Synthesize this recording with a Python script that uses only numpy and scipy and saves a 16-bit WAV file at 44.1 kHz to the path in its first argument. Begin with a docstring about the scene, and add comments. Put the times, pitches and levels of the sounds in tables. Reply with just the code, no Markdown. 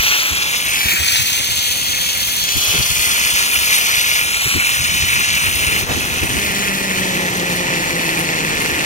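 """Zipline ride above a river

A trolley rolls along a twisted steel cable, heard in stereo from a phone in the rider's free hand.
Strands passing under the wheels press them in a slowly falling buzz; it modulates filtered noise: whir, rasp, hiss.
Decaying resonators make flange knocks; sines on the strand rate make wheel singing and a late cable hum.
Shaped noise makes the cable rumble, wind, bumps of air on the microphones, hand scuffs and the stony river.
"""
import sys
import numpy as np
from scipy import signal
from scipy.fft import rfft, irfft, next_fast_len
from scipy.io import wavfile
from scipy.ndimage import uniform_filter1d, map_coordinates

SR = 44100
rng = np.random.default_rng(int(sys.argv[2]) if len(sys.argv) > 2 else 0)


def unload_audio(sound):
    """Save the sound as a 16-bit wav file, at the path given as the first command line argument."""
    columns = np.transpose(np.atleast_2d(sound))
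    # keep every value between -1 and 1, then stretch to whole-number steps
    steps = np.round(np.clip(columns, -1, 1) * 32767)
    wavfile.write(sys.argv[1], SR, steps.astype(np.int16))


N = 390285
TIME = np.arange(N) / SR
FFT_SIZE = next_fast_len(N)
BIN_HZ = np.maximum(np.fft.rfftfreq(FFT_SIZE, 1 / SR), 1)

# Ride speed: (time [s], strands passing [1/s])
STRAND_RATE = [(0, 291.5), (1.1, 274.5), (3.1, 246), (5.6, 212.5), (6.6, 197), (7.6, 176.5), (8.85, 152)]
CRUISE_STRANDS_PER_S = 250

# Wheel-on-cable friction spectrum: (frequency [Hz], relative density [dB])
FRICTION_COLOUR = [(100, -48), (300, -16), (700, -14), (1200, -8.5), (1500, -6.5), (2300, -0.5),
                   (3300, -7.5), (4700, -11.5), (6300, -11), (8000, -11), (11000, -6.5), (14000, -9),
                   (16000, -15)]
# Side plate and frame resonances: (centre [Hz], width [Hz], lift [dB])
HOUSING_MODES = [(1398, 170, 6), (1720, 50, 6.5), (2016, 220, 2.5), (2543, 490, 7), (2965, 130, 4.5),
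                 (3820, 400, 1.5), (4384, 114, 8), (5160, 160, 2.5), (5440, 140, 2.5), (6160, 250, 4),
                 (6920, 430, 2.5), (8810, 540, 4), (9910, 250, 4), (11900, 710, 0.5), (15150, 490, 10.5)]
# Wheel rim ringing: (centre [Hz], nominal width [Hz], relative level [dB])
RIM_MODES = [(3313, 300, 7), (4285, 130, 5), (6280, 340, 3)]
# Trolley level at the phone: (time [s], level [dB], hiss against it [dB])
TROLLEY_LEVEL = [(0, 2, 1), (.45, -.5, -3), (.9, 0.5, 3), (1.5, 0.5, -0.5), (2.3, -1, -1), (2.55, 1, -3),
                 (3.05, 1.5, -1.5), (3.65, 0.54, 3), (4.18, 0.5, 1.5), (4.28, -0.4, 0), (4.95, 0, 1),
                 (5.74, -2, 2), (5.86, -5.5, -1.5), (6.45, -5.5, -1.5), (7.3, -7, -2.5), (8.4, -8.5, -4),
                 (8.85, -7.5, -4)]
# Wheels bite harder: (time [s], whir lift [dB], bell sigma [s])
BITE_SURGES = [(.1, 1.5, 0.042), (.92, 0, 0.028), (1.16, 3.5, 0.049), (3.75, 2, 0.028), (3.91, 1.5, 0.015),
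               (4.11, 1, .035), (5.46, 2.5, 0.032), (6.9, 2.5, 0.035), (8.09, 2.5, 0.054), (8.2, 2, .025),
               (8.65, 1.5, 0.045)]
# Base levels at cruising speed, before the curves above
WHIR_DB, RASP_DB, HISS_DB = -19.5, -20, -23
WHIR_DB_PER_OCTAVE = -5  # of speed: a slower trolley sounds duller
SPARKLE_DB, SPARKLE_DB_PER_OCTAVE = 0, 2  # fine hiss against coarse, at cruise and per octave of speed
BUMP_DEPTH = 0.47  # log force modulation by the strands
SURGE_TREBLE_SHARE = 0.7  # of surge and cover dB, in rasp and hiss
# Hand over the microphones; dB applies in full to the whir
COVER_S, COVER_SIGMA_S, COVER_DB = 5.865, 0.016, -6.5

# Phone turned away: ramps centred on from/to; blur is the share of bump depth lost
AWAY_FROM_S, AWAY_TO_S, TURN_AWAY_S, TURN_BACK_S = 1.05, 3.01, 0.25, 0.79
AWAY_WHIR_DB, AWAY_SPARKLE_DB, AWAY_BLUR = -6.5, 2.5, 0.43
AWAY_THIN_HZ, AWAY_THIN_SIGMA_HZ, AWAY_THIN_DB, AWAY_RIVER_DB = 750, 260, -1.5, -1.5

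# Trolley direction: (time [s], right microphone lag [ms], right treble lag [ms])
RIGHT_LAG = [(0, 0.28, 0.27), (.25, 0.255, 0.27), (.45, 0.29, 0.32), (.65, .335, 0.32), (.85, .44, 0.43),
             (1.0, 0.51, 0.48), (1.25, 0.48, 0.51), (1.8, 0.41, 0.47), (2.4, 0.44, 0.47), (2.62, 0.3, 0.38),
             (2.95, 0.36, 0.37), (3.5, 0.31, 0.32), (3.9, .34, .35), (4.18, 0.33, .34), (4.35, 0.3, .3),
             (4.52, 0.27, 0.277), (4.75, 0.34, .33), (6.1, 0.33, .33), (6.6, 0.4, .39), (6.9, 0.39, 0.38),
             (7.2, 0.34, .35), (7.8, 0.36, 0.38), (8.85, 0.37, 0.37)]
# Phase offset of the right channel: (frequency [Hz], offset [degrees, + later, - earlier])
RIGHT_PHASE_OFFSET = [(800, -5), (1600, -8), (2600, 0.5), (3300, 12), (4000, 18), (5000, 15), (6000, 1),
                      (8500, -19), (11000, -4), (14000, 15)]
TREBLE_LAG_FROM_HZ = 3570  # sound above this takes the treble lag
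# Straight arrival: (frequency [Hz], share of power [0-1])
DIRECT_SHARE = [(100, 0), (600, 0.12), (1400, 0.93), (1900, 0.96), (2800, 0.86), (3950, 0.8), (4370, 0.67),
                (4900, 0.86), (6000, 0.82), (7500, 0.72), (9000, 0.55), (15000, 0.38)]
# Rim ringing and detour sound: (time [s], rim against rasp [dB], scatter against straight [dB])
RIM_AND_SCATTER = [(0, -7, -1), (1.15, -9, -0.5), (1.5, -1.5, 1), (2.7, -2.5, 4.5), (3.3, -10, 1),
                   (4.6, -32, -5), (5.7, -28, -1), (6.0, -9, 4), (8.85, -19, 6.5)]
# Echoes off the swaying rider: (mean delay [ms], level [dB])
RIDER_ECHOES = [(1.7, -18), (2.9, -14.5), (4.3, -14), (6.1, -15.5)]
# Treble glancing off the fingers: (time [s], level [dB])
FINGER_ECHO_LEVEL = [(0, -24), (1, -25), (2, -31), (3.5, -19), (4.3, -18), (5.7, -11), (6.3, -13),
                     (8.85, -15)]
FINGER_ECHO_MS, FINGER_ECHO_MS_PER_LAG_MS = 0.234, 1.708
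# Case shading: (frequency [Hz], left gain [dB], the right gets the opposite)
CASE_SHADE = [(1000, 0), (3000, .2), (6000, .45), (15000, .8)]

# Sliding bands; negative lift is a dip, positive a boost
# Treble hollow: (time [s], centre [Hz], lift [dB])
TREBLE_HOLLOW = [(0, 8900, -9.5), (.28, 8700, -4), (.4, 9000, 0.5), (.75, 8500, -0.5), (.88, 8900, -8.5),
                 (1.1, 12500, -4.5), (1.25, 14800, 2), (1.42, 13400, -5), (2.4, 13200, 1), (2.58, 9300, -3),
                 (2.8, 8060, -3.5), (2.95, 8000, 1.2), (4.15, 13000, 0.5), (4.42, 13700, 1),
                 (4.8, 12900, -2), (6.3, 13400, -1.5), (8.85, 13800, -6)]
# Lower hollow: (time [s], centre [Hz], lift [dB])
LOWER_HOLLOW = [(0, 5800, 5), (.75, 5750, -6), (1.1, 5700, 3), (1.5, 5650, -4), (2.3, 5600, 1),
                (2.55, 4600, 3), (2.85, 3980, -8), (4.1, 4120, 0), (4.4, 4900, -5), (5.7, 4850, -3.5),
                (6.4, 4600, -2), (8.85, 4650, 1)]
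# Hollow near 11 kHz: (time [s], centre [Hz], lift [dB])
THIRD_HOLLOW = [(0, 11300, -4), (.5, 11400, -2), (1.6, 11000, -2), (3.1, 10800, -0.5), (4.1, 10700, -2),
                (4.45, 10950, -2), (5.7, 11300, -2), (6.7, 11000, -4), (7.4, 11000, -1), (8.85, 11200, -3)]
# Bright band: (time [s], centre [Hz], lift [dB])
BRIGHT_BAND = [(0, 11500, -2), (.7, 10800, -1), (.95, 7160, 7), (1.1, 9500, -1), (1.28, 13000, 0),
               (1.42, 11600, 4.5), (2.5, 11700, 1.5), (2.85, 9900, 4), (3.2, 9900, 3.5), (4.15, 8600, -4),
               (4.3, 7800, 4.5), (5.8, 8000, 2), (5.95, 8300, -2), (6.25, 12500, 1), (8.85, 12500, 9)]
TREBLE_HOLLOW_SIGMA_HZ, LOWER_HOLLOW_SIGMA_HZ = 1230, 155
THIRD_HOLLOW_SIGMA_HZ, BRIGHT_SIGMA_HZ = 340, 350
# Four bands whose level rises and falls along the ride: (centre [Hz], bell sigma [Hz])
VARYING_BANDS = [(2340, 91), (4370, 64), (9970, 210), (15240, 230)]
# Their lift along the ride: (time [s], lift of each band, low to high [dB] x 4)
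VARYING_BAND_LIFT = [(0, -1.5, -5, -4, -3), (.75, 3, -6, -1, -6), (1.1, 3.5, 6, 1.5, -2),
                     (1.5, 1, -1, -0.5, 0), (2.6, -2, -1, 3, -2), (3.2, -0.5, 2, -4, -4),
                     (3.95, 1, 1, 1, -1), (4.5, 1.5, -3, 2.5, -2), (5.7, -2, 2, -1.5, 1),
                     (6.3, -0.5, -6.5, -1.5, -7), (7.4, 0.5, -1, -3, -5), (8.85, -1.5, -1, -1.5, -1)]

# Flange clips the cable: (time [s], impulse level [dB])
FLANGE_GRAZES = [(.548, -14), (1.158, -10), (4.213, -12), (5.466, -12), (6.235, -14), (8.092, -7.5),
                 (8.104, -16), (8.405, -13), (8.449, -9)]
# Grazed side plate modes: (centre [Hz], width [Hz], level [dB])
CLINK_MODES = [(1950, 170, -6), (2560, 270, 3), (3300, 450, -4), (5200, 1200, -7)]
# Wheel singing: (time [s], level at 1, 2, 3 and 4 times strand rate [dB] x 4)
WHEEL_SINGING = [(0, -55, -48, -40, -41), (.7, -51, -52, -42, -48), (1.3, -48.5, -51, -51, -54),
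                 (1.9, -48, -45.5, -58, -53), (2.5, -50, -52, -56, -45), (3.3, -44.5, -48, -52, -41),
                 (4, -48, -47, -50, -41), (4.6, -52, -55, -53, -46), (6, -59, -55, -55, -55)]

# Cable rumble: (time [s], level [dB])
RUMBLE_LEVEL = [(0, -38.5), (5.0, -56), (5.6, -29.5), (6.3, -26.5), (7.2, -22.5), (8.85, -23)]
# Cable rumble spectrum: (frequency [Hz], relative density [dB])
RUMBLE_COLOUR = [(50, -10), (120, 1), (200, 1.5), (340, 2), (500, -1), (650, -3.5), (900, -0.5), (1300, -9),
                 (1550, -9), (1780, 5.5), (2050, 2), (2600, -24)]
# Cable hum before its fade-in: (time [s], level at 1, 2 and 3 times strand rate [dB] x 3)
CABLE_HUM = [(6.1, -55, -53, -54), (6.4, -32, -34, -45), (6.7, -28, -34.5, -38), (7.15, -26, -36, -34),
             (7.7, -29, -32.5, -34.5), (8.5, -29.5, -33, -36), (8.85, -45, -36, -44)]
HUM_FROM_S, HUM_ATTACK_S = 6.1, 0.26

# Air past the phone: (time [s], level before lean [dB])
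WIND_LEVEL = [(0, -44), (.7, -47), (1.2, -38), (2.3, -35.5), (2.9, -40), (3.3, -60), (4.4, -39.5),
              (4.95, -30.5), (6.3, -31), (7.4, -38.5), (8.85, -37)]
# Wind spectrum: (frequency [Hz], relative density [dB])
WIND_SPECTRUM = [(20, -28), (40, -7), (70, 2.5), (110, -0.5), (200, -4.5), (350, -17), (800, -50),
                 (2000, -61)]
# Weak flow misses the right microphone: extra left lean per dB below the threshold
LEE_BELOW_DB, LEE_DB_PER_DB, WIND_LEAN_DB = -37.5, 1.1, 1.8
# Eddies on the microphones: (time [s], thud [dB], puff [dB], bell sigma [s], lean [dB, + left, - right])
EDDIES = [(0.323, -24, -30.5, .009, -1), (0.863, -23, -28, 0.0093, 0.5), (0.941, -42, -27.5, 0.0061, -2),
          (1.012, -25, -38, .016, -2), (1.21, -24, -41, .016, 0), (1.52, -28, -41, 0.0095, -2),
          (1.897, -34, -39, 0.011, -4), (2.567, -19.5, -29, 0.011, -0.5), (2.698, -31, -44, .014, 7),
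          (2.751, -28, -23, 0.0085, 2.5), (2.8, -21.5, -30, 0.013, 3), (2.916, -29, -49, 0.01, 8),
          (2.998, -32, -45, 0.013, 9), (4.466, -22.5, -28, 0.01, 1), (4.563, -20.5, -20, .012, 1.5),
          (4.812, -26.5, -39, 0.013, 1), (4.953, -32, -32, 0.011, 1.5), (5.037, -24, -30, 0.0084, 0),
          (5.2, -37, -30, 0.0074, 0), (5.477, -26, -39, .014, -3), (5.68, -23.5, -30, .011, 0),
          (5.837, -27, -31, 0.011, 3), (5.91, -27, -24, 0.014, 1), (5.975, -31, -24, 0.015, -2),
          (6.235, -19.5, -22, 0.013, 0.5), (6.314, -24, -28, 0.013, 1), (6.374, -26, -25, 0.013, -2)]
# Eddy thud spectrum: (frequency [Hz], relative density [dB])
THUD_SPECTRUM = [(20, -14), (45, -2), (85, 9.5), (125, 3.5), (190, -26), (400, -50)]
# Eddy puff spectrum: (frequency [Hz], relative density [dB])
PUFF_SPECTRUM = [(70, -19), (160, -1), (250, -3), (400, -7), (600, -32), (1500, -34)]

# Hand shifts on the phone: (time [s], level [dB], bell sigma [s])
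HAND_RUBS = [(2.72, -31, 0.11), (5.91, -23, 0.027)]
# Scuff spectrum: (frequency [Hz], relative density [dB])
RUB_SPECTRUM = [(60, -8), (200, -6), (500, 5.5), (1100, 2.5), (2000, 0), (5000, -35)]
# River spectrum: (frequency [Hz], relative density [dB])
RIVER_COLOUR = [(60, -23), (150, -15), (400, -6.5), (950, -6.5), (1700, -11), (4000, -17.5), (16000, -50)]
RIVER_DB = -38  # while the phone faces the trolley
CUTOFF_HZ = 15800


def trolley(phase, whir_top_hz=3100, rasp_top_hz=7500, hiss_top_hz=11300, judder_db=0.5,
            whir_rough_db=1.5, rasp_rough_db=1.0, coarse_rough_db=2.0, fine_rough_db=2.0,
            rasp_bump=0.56, hiss_bump=0.47):
    """Each strand presses the wheels once; the friction sounds through housing and rims."""
    whir_db, rasp_db, hiss_db = roll_levels()
    away = turned_away()
    rim_db, scatter_db = in_time(RIM_AND_SCATTER)
    bump = BUMP_DEPTH * (1 - AWAY_BLUR * away) * (np.cos(phase) + 0.12 * np.cos(2 * phase))
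    load = from_db(judder_db * drift(40))

    housing_db = sum(db * resonance(hz, width) for hz, width, db in HOUSING_MODES)
    body = from_db(at_hz(FRICTION_COLOUR) + housing_db)
    rims = np.sqrt(sum(from_db(db) ** 2 * resonance(hz, width) ** 2 for hz, width, db in RIM_MODES))
    whir_band = below(whir_top_hz)
    rasp_band = below(rasp_top_hz) * (1 - below(whir_top_hz))
    coarse_band = below(hiss_top_hz) * (1 - below(rasp_top_hz))
    fine_band = 1 - below(hiss_top_hz)

    # heavy housing follows the strands most closely, fine hiss least
    whir_force = load * np.exp(bump) * from_db(whir_rough_db * drift(140))
    whir = rubbing(whir_force, body * np.sqrt(whir_band))

    rasp_force = load * np.exp(rasp_bump * bump) * from_db(rasp_rough_db * drift(190))
    rasp_force = rasp_force * grit(per_s=65, size=.3, decay_s=0.0022)
    rasp = rubbing(rasp_force, body * np.sqrt(rasp_band))
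    rim_gain = from_db(rim_db)
    rasp = (rasp + rim_gain * rubbing(load, rims)) / np.hypot(1, rim_gain)

    # coarse and fine steel roughness sizzle independently
    hiss_force = load * np.exp(hiss_bump * bump) * grit(per_s=220, size=.3, decay_s=0.00055)
    coarse_force = hiss_force * from_db(coarse_rough_db * drift(130))
    coarse = rubbing(coarse_force, body * np.sqrt(coarse_band))
    fine_force = hiss_force * from_db(fine_rough_db * drift(110))
    fine = rubbing(fine_force, body * np.sqrt(fine_band))
    fine_db = SPARKLE_DB + SPARKLE_DB_PER_OCTAVE * speed_octaves() + AWAY_SPARKLE_DB * away
    fine_gain = from_db(fine_db)
    hiss = (coarse + fine_gain * fine) / np.hypot(1, fine_gain)

    paths = from_db(whir_db) * whir + from_db(rasp_db) * rasp + from_db(hiss_db) * hiss
    return shaded(shifting_colour(to_phone(paths, scatter_db)))


def strand_phase(wobble_hz=1.333):
    """One turn per strand; the lay of the cable is slightly uneven."""
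    rate, = in_time(STRAND_RATE)
    return 2 * np.pi * np.cumsum(rate + wobble_hz * drift(14.05)) / SR


def speed_octaves():
    """Ride speed in octaves above cruising."""
    return np.log2(in_time(STRAND_RATE)[0] / CRUISE_STRANDS_PER_S)


def roll_levels(waver_db=0.49, own_waver_db=0.86):
    """Whir, rasp and hiss dB: a shared wavering level plus speed, surges, cover and phone turn."""
    level_db, treble_db = in_time(TROLLEY_LEVEL)
    level_db = level_db + waver_db * drift(12.0)
    surge_db = swells(BITE_SURGES) + swells([(COVER_S, COVER_DB, COVER_SIGMA_S)])
    whir_db = WHIR_DB + surge_db + WHIR_DB_PER_OCTAVE * speed_octaves() + AWAY_WHIR_DB * turned_away()
    rasp_db = RASP_DB + SURGE_TREBLE_SHARE * surge_db
    hiss_db = HISS_DB + SURGE_TREBLE_SHARE * surge_db + treble_db
    return [level_db + db + own_waver_db * drift(4.2) for db in (whir_db, rasp_db, hiss_db)]


def rubbing(force, response):
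    """Tiny contacts as force-modulated noise; rows: straight path, scatter left, scatter right."""
    straight = np.clip(at_hz(DIRECT_SHARE), 0, 1)
    shares = np.sqrt([straight, 1 - straight, 1 - straight])
    return coloured(rms_one(force) * rng.standard_normal((3, N)), rms_one(response) * shares)


def grit(per_s, size, decay_s):
    """Specks on the cable give sudden, quickly fading spikes of force."""
    specks = (rng.random(N) < per_s / SR) * np.minimum(rng.exponential(1, N), 4)
    fade = np.exp(-1 / (decay_s * SR))
    return 1 + size * signal.lfilter([1], [1, -fade], specks + 1e-18)  # offset avoids denormals


def turned_away():
    """0 while the phone faces the trolley, 1 while it is turned away."""
    return held(AWAY_FROM_S, AWAY_TO_S, TURN_AWAY_S, TURN_BACK_S)


def to_phone(paths, scatter_db, sway_ms=0.13):
    """Straight sound and swaying echoes cross both microphones; scatter fills in around them."""
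    straight = paths[0]
    echoes = sum(from_db(db) * delayed(straight, ms + sway_ms * drift(1.0)) for ms, db in RIDER_ECHOES)
    straight = straight + echoes
    lag_ms, treble_lag_ms = in_time(RIGHT_LAG)
    low = coloured(straight, below(TREBLE_LAG_FROM_HZ))
    treble = straight - low
    glance = from_db(in_time(FINGER_ECHO_LEVEL)[0])
    detour_ms = FINGER_ECHO_MS + FINGER_ECHO_MS_PER_LAG_MS * treble_lag_ms
    treble = (treble + glance * delayed(treble, detour_ms)) / np.hypot(1, glance)
    right = delayed(low, lag_ms) + delayed(treble, treble_lag_ms)
    right = coloured(right, np.exp(-1j * np.radians(at_hz(RIGHT_PHASE_OFFSET))))
    return np.array([low + treble, right]) + from_db(scatter_db) * paths[1:]


def shifting_colour(x):
    """Time-varying filter: sliding hollows and bright band, four varying bands, thinned middle."""
    hz, s, frames = signal.stft(x, SR, nperseg=512)
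    hz = hz[:, None]

    def at_frames(rows):
        """Each column of a curve at every frame."""
        times, *columns = np.transpose(rows)
        return [np.interp(s, times, column) for column in columns]

    db = 0
    for lift_db, (centre_hz, sigma_hz) in zip(at_frames(VARYING_BAND_LIFT), VARYING_BANDS):
        db = db + lift_db * bell(hz, centre_hz, sigma_hz)
    bands = ((TREBLE_HOLLOW, TREBLE_HOLLOW_SIGMA_HZ), (LOWER_HOLLOW, LOWER_HOLLOW_SIGMA_HZ),
             (THIRD_HOLLOW, THIRD_HOLLOW_SIGMA_HZ), (BRIGHT_BAND, BRIGHT_SIGMA_HZ))
    for rows, sigma_hz in bands:
        centre_hz, lift_db = at_frames(rows)
        db = db + lift_db * bell(hz, centre_hz, sigma_hz)
    thin_db = AWAY_THIN_DB * np.interp(s, TIME, turned_away())
    db = db + thin_db * bell(hz, AWAY_THIN_HZ, AWAY_THIN_SIGMA_HZ)
    return signal.istft(frames * from_db(db), SR)[1][:, :N]


def shaded(x):
    """The case shades the right microphone: higher frequencies lean further left."""
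    return coloured(x, from_db(at_hz(CASE_SHADE) * [[1], [-1]]))


def grazes():
    """Each flange touch is one impulse that rings briefly in damped side plate modes."""
    knocks, out = np.zeros(N), 0
    for s, db in FLANGE_GRAZES:
        knocks[int(s * SR)] = from_db(db)
    for hz, width_hz, db in CLINK_MODES:
        r = np.exp(-np.pi * width_hz / SR)
        w = 2 * np.pi * hz / SR
        ring = signal.lfilter([0, np.sin(w)], [1, -2 * r * np.cos(w), r * r], knocks + 1e-18)
        out = out + from_db(db) * ring
    return right_lags(out)


def wheels(phase):
    """The wheels sing faintly on multiples of the strand rate."""
    return right_lags(harmonics(WHEEL_SINGING, phase, waver_db=3, slip_rad=0.3))


def cable(phase, throb=0.1):
    """The taut cable hums on multiples of the strand rate over a throbbing rumble."""
    drone_db, = in_time(RUMBLE_LEVEL)
    hum = harmonics(CABLE_HUM, phase, waver_db=3, slip_rad=.34)
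    fade_in = np.clip((TIME - HUM_FROM_S) / HUM_ATTACK_S, 0, 1)
    throbbing = rng.standard_normal(N) * (1 + throb * np.cos(phase))
    rumble = rms_one(coloured(throbbing, from_db(at_hz(RUMBLE_COLOUR))))
    return right_lags(from_db(drone_db) * rumble + fade_in * hum)


def harmonics(curve, phase, waver_db, slip_rad):
    """Wavering sines on 1, 2, 3... times the strand rate."""
    turn = phase + slip_rad * drift(8.2)
    return sum(from_db(db + waver_db * drift(24)) * np.sin(k * turn)
               for k, db in enumerate(in_time(curve), 1))


def right_lags(x):
    """Sound from the trolley reaches the right microphone a little later."""
    return np.array([x, delayed(x, in_time(RIGHT_LAG)[0])])


def wind(lumpy_db=4.0, shared=0.45):
    """Lumpy turbulence at each microphone port: partly shared low noise."""
    flow_db, = in_time(WIND_LEVEL)
    lean_db = WIND_LEAN_DB + LEE_DB_PER_DB * np.maximum(LEE_BELOW_DB - flow_db, 0)
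    air = rng.standard_normal((2, N)) + shared * rng.standard_normal(N)
    lumps = from_db(lumpy_db * np.minimum([drift(29), drift(18)], 1))
    turbulence = rms_one(coloured(air * lumps, from_db(at_hz(WIND_SPECTRUM))))
    return panned(from_db(flow_db) * turbulence, lean_db)


def buffets(shared=0.77):
    """Single eddies strike the ports: bell-shaped thuds and puffs of levelled noise."""
    out = 0
    for column, colour in enumerate((THUD_SPECTRUM, PUFF_SPECTRUM)):
        air = rng.standard_normal((2, N)) + shared * rng.standard_normal(N)
        air = coloured(air, from_db(at_hz(colour)))
        # level the noise so that the table sets each strength
        air = air / np.sqrt(uniform_filter1d(np.mean(air ** 2, axis=0), size=1000) + 1e-12)
        strength = [bursts([(s, levels[column] + side * lean, sigma_s)
                            for s, *levels, sigma_s, lean in EDDIES]) for side in (1, -1)]
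        out = out + np.array(strength) * air
    return out


def hand():
    """Skin dragging over the case gives short dull scuffs of noise."""
    skin = coloured(rng.standard_normal((2, N)), from_db(at_hz(RUB_SPECTRUM)))
    return bursts(HAND_RUBS) * rms_one(skin)


def river(spread=0.41):
    """Even rush of the water far below: mostly shared noise, softer while the phone is turned away."""
    water = rng.standard_normal(N) + spread * rng.standard_normal((2, N))
    rush = rms_one(coloured(water, from_db(at_hz(RIVER_COLOUR))))
    return from_db(RIVER_DB + AWAY_RIVER_DB * turned_away()) * rush


def from_db(db):
    """Decibels to gain."""
    return 10 ** (np.asarray(db) / 20)


def rms_one(x):
    """Scale to unit power."""
    return x / np.sqrt(np.mean(x ** 2) + 1e-20)


def in_time(rows):
    """Each column of a curve at every sample."""
    s, *columns = np.transpose(rows)
    return [np.interp(TIME, s, c) for c in columns]


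def at_hz(points):
    """A spectrum table at every bin, interpolated over log frequency."""
    hz, value = np.transpose(points)
    return np.interp(np.log(BIN_HZ), np.log(hz), value)


def coloured(x, gain):
    """Filter by a gain per frequency bin."""
    return irfft(rfft(x, FFT_SIZE) * gain, FFT_SIZE)[..., :N]


def resonance(hz, width_hz):
    """Resonance curve of one mode, 1 at its centre."""
    return 1 / (1 + (2 * (BIN_HZ - hz) / width_hz) ** 2)


def below(hz):
    """Steep low-pass curve, 1/2 at hz."""
    return 1 / (1 + (BIN_HZ / hz) ** 20)


def drift(rate_hz):
    """Random wandering up to about this rate, RMS 1."""
    coarse = TIME[::16]
    hz = np.fft.rfftfreq(next_fast_len(len(coarse), real=True), coarse[1])
    slow = irfft(rfft(rng.standard_normal(2 * len(hz) - 2)) / (1 + (hz / rate_hz) ** 2))
    return np.interp(TIME, coarse, rms_one(slow[:len(coarse)]))


def delayed(x, ms):
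    """Read a sound late by a fixed or changing delay."""
    return map_coordinates(x, [np.arange(N) - ms * SR / 1000], order=3, mode="nearest")


def panned(x, left_db):
    """Raise the left and lower the right by left_db."""
    return x * from_db(left_db * np.array([[1], [-1]]))


def bell(x, centre, sigma):
    """Bell curve, 1 at its centre."""
    return np.exp(-.5 * ((x - centre) / sigma) ** 2)


def swells(rows):
    """Sum of bells from rows of (time [s], height, sigma [s])."""
    out = np.zeros(N)
    for s, height, sigma_s in rows:
        reach_s = 6 * abs(sigma_s)
        near = slice(*np.searchsorted(TIME, [s - reach_s, s + reach_s]))
        out[near] += height * bell(TIME[near], s, sigma_s)
    return out


def bursts(rows):
    """Bells of gain from rows of (time [s], level [dB], sigma [s])."""
    return swells([(s, from_db(db), sigma_s) for s, db, sigma_s in rows])


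def held(start_s, end_s, attack_s, release_s):
    """Rise to 1, hold and fall; the ramps are centred on start and end."""
    ramps = np.minimum((TIME - start_s) / attack_s, (end_s - TIME) / release_s)
    return np.clip(ramps + .5, 0, 1)


def scene():
    """Trolley, wheels and cable share one strand phase; wind, hand and river lie under them."""
    phase = strand_phase()
    ride = trolley(phase) + grazes() + wheels(phase) + cable(phase)
    return ride + wind() + buffets() + hand() + river()


def record(dry):
    """The phone clips at full scale and cuts the top."""
    return coloured(np.clip(dry, -1, 1), 1 / np.sqrt(1 + (BIN_HZ / CUTOFF_HZ) ** 500))


dry = scene()
out = record(dry)
unload_audio(out)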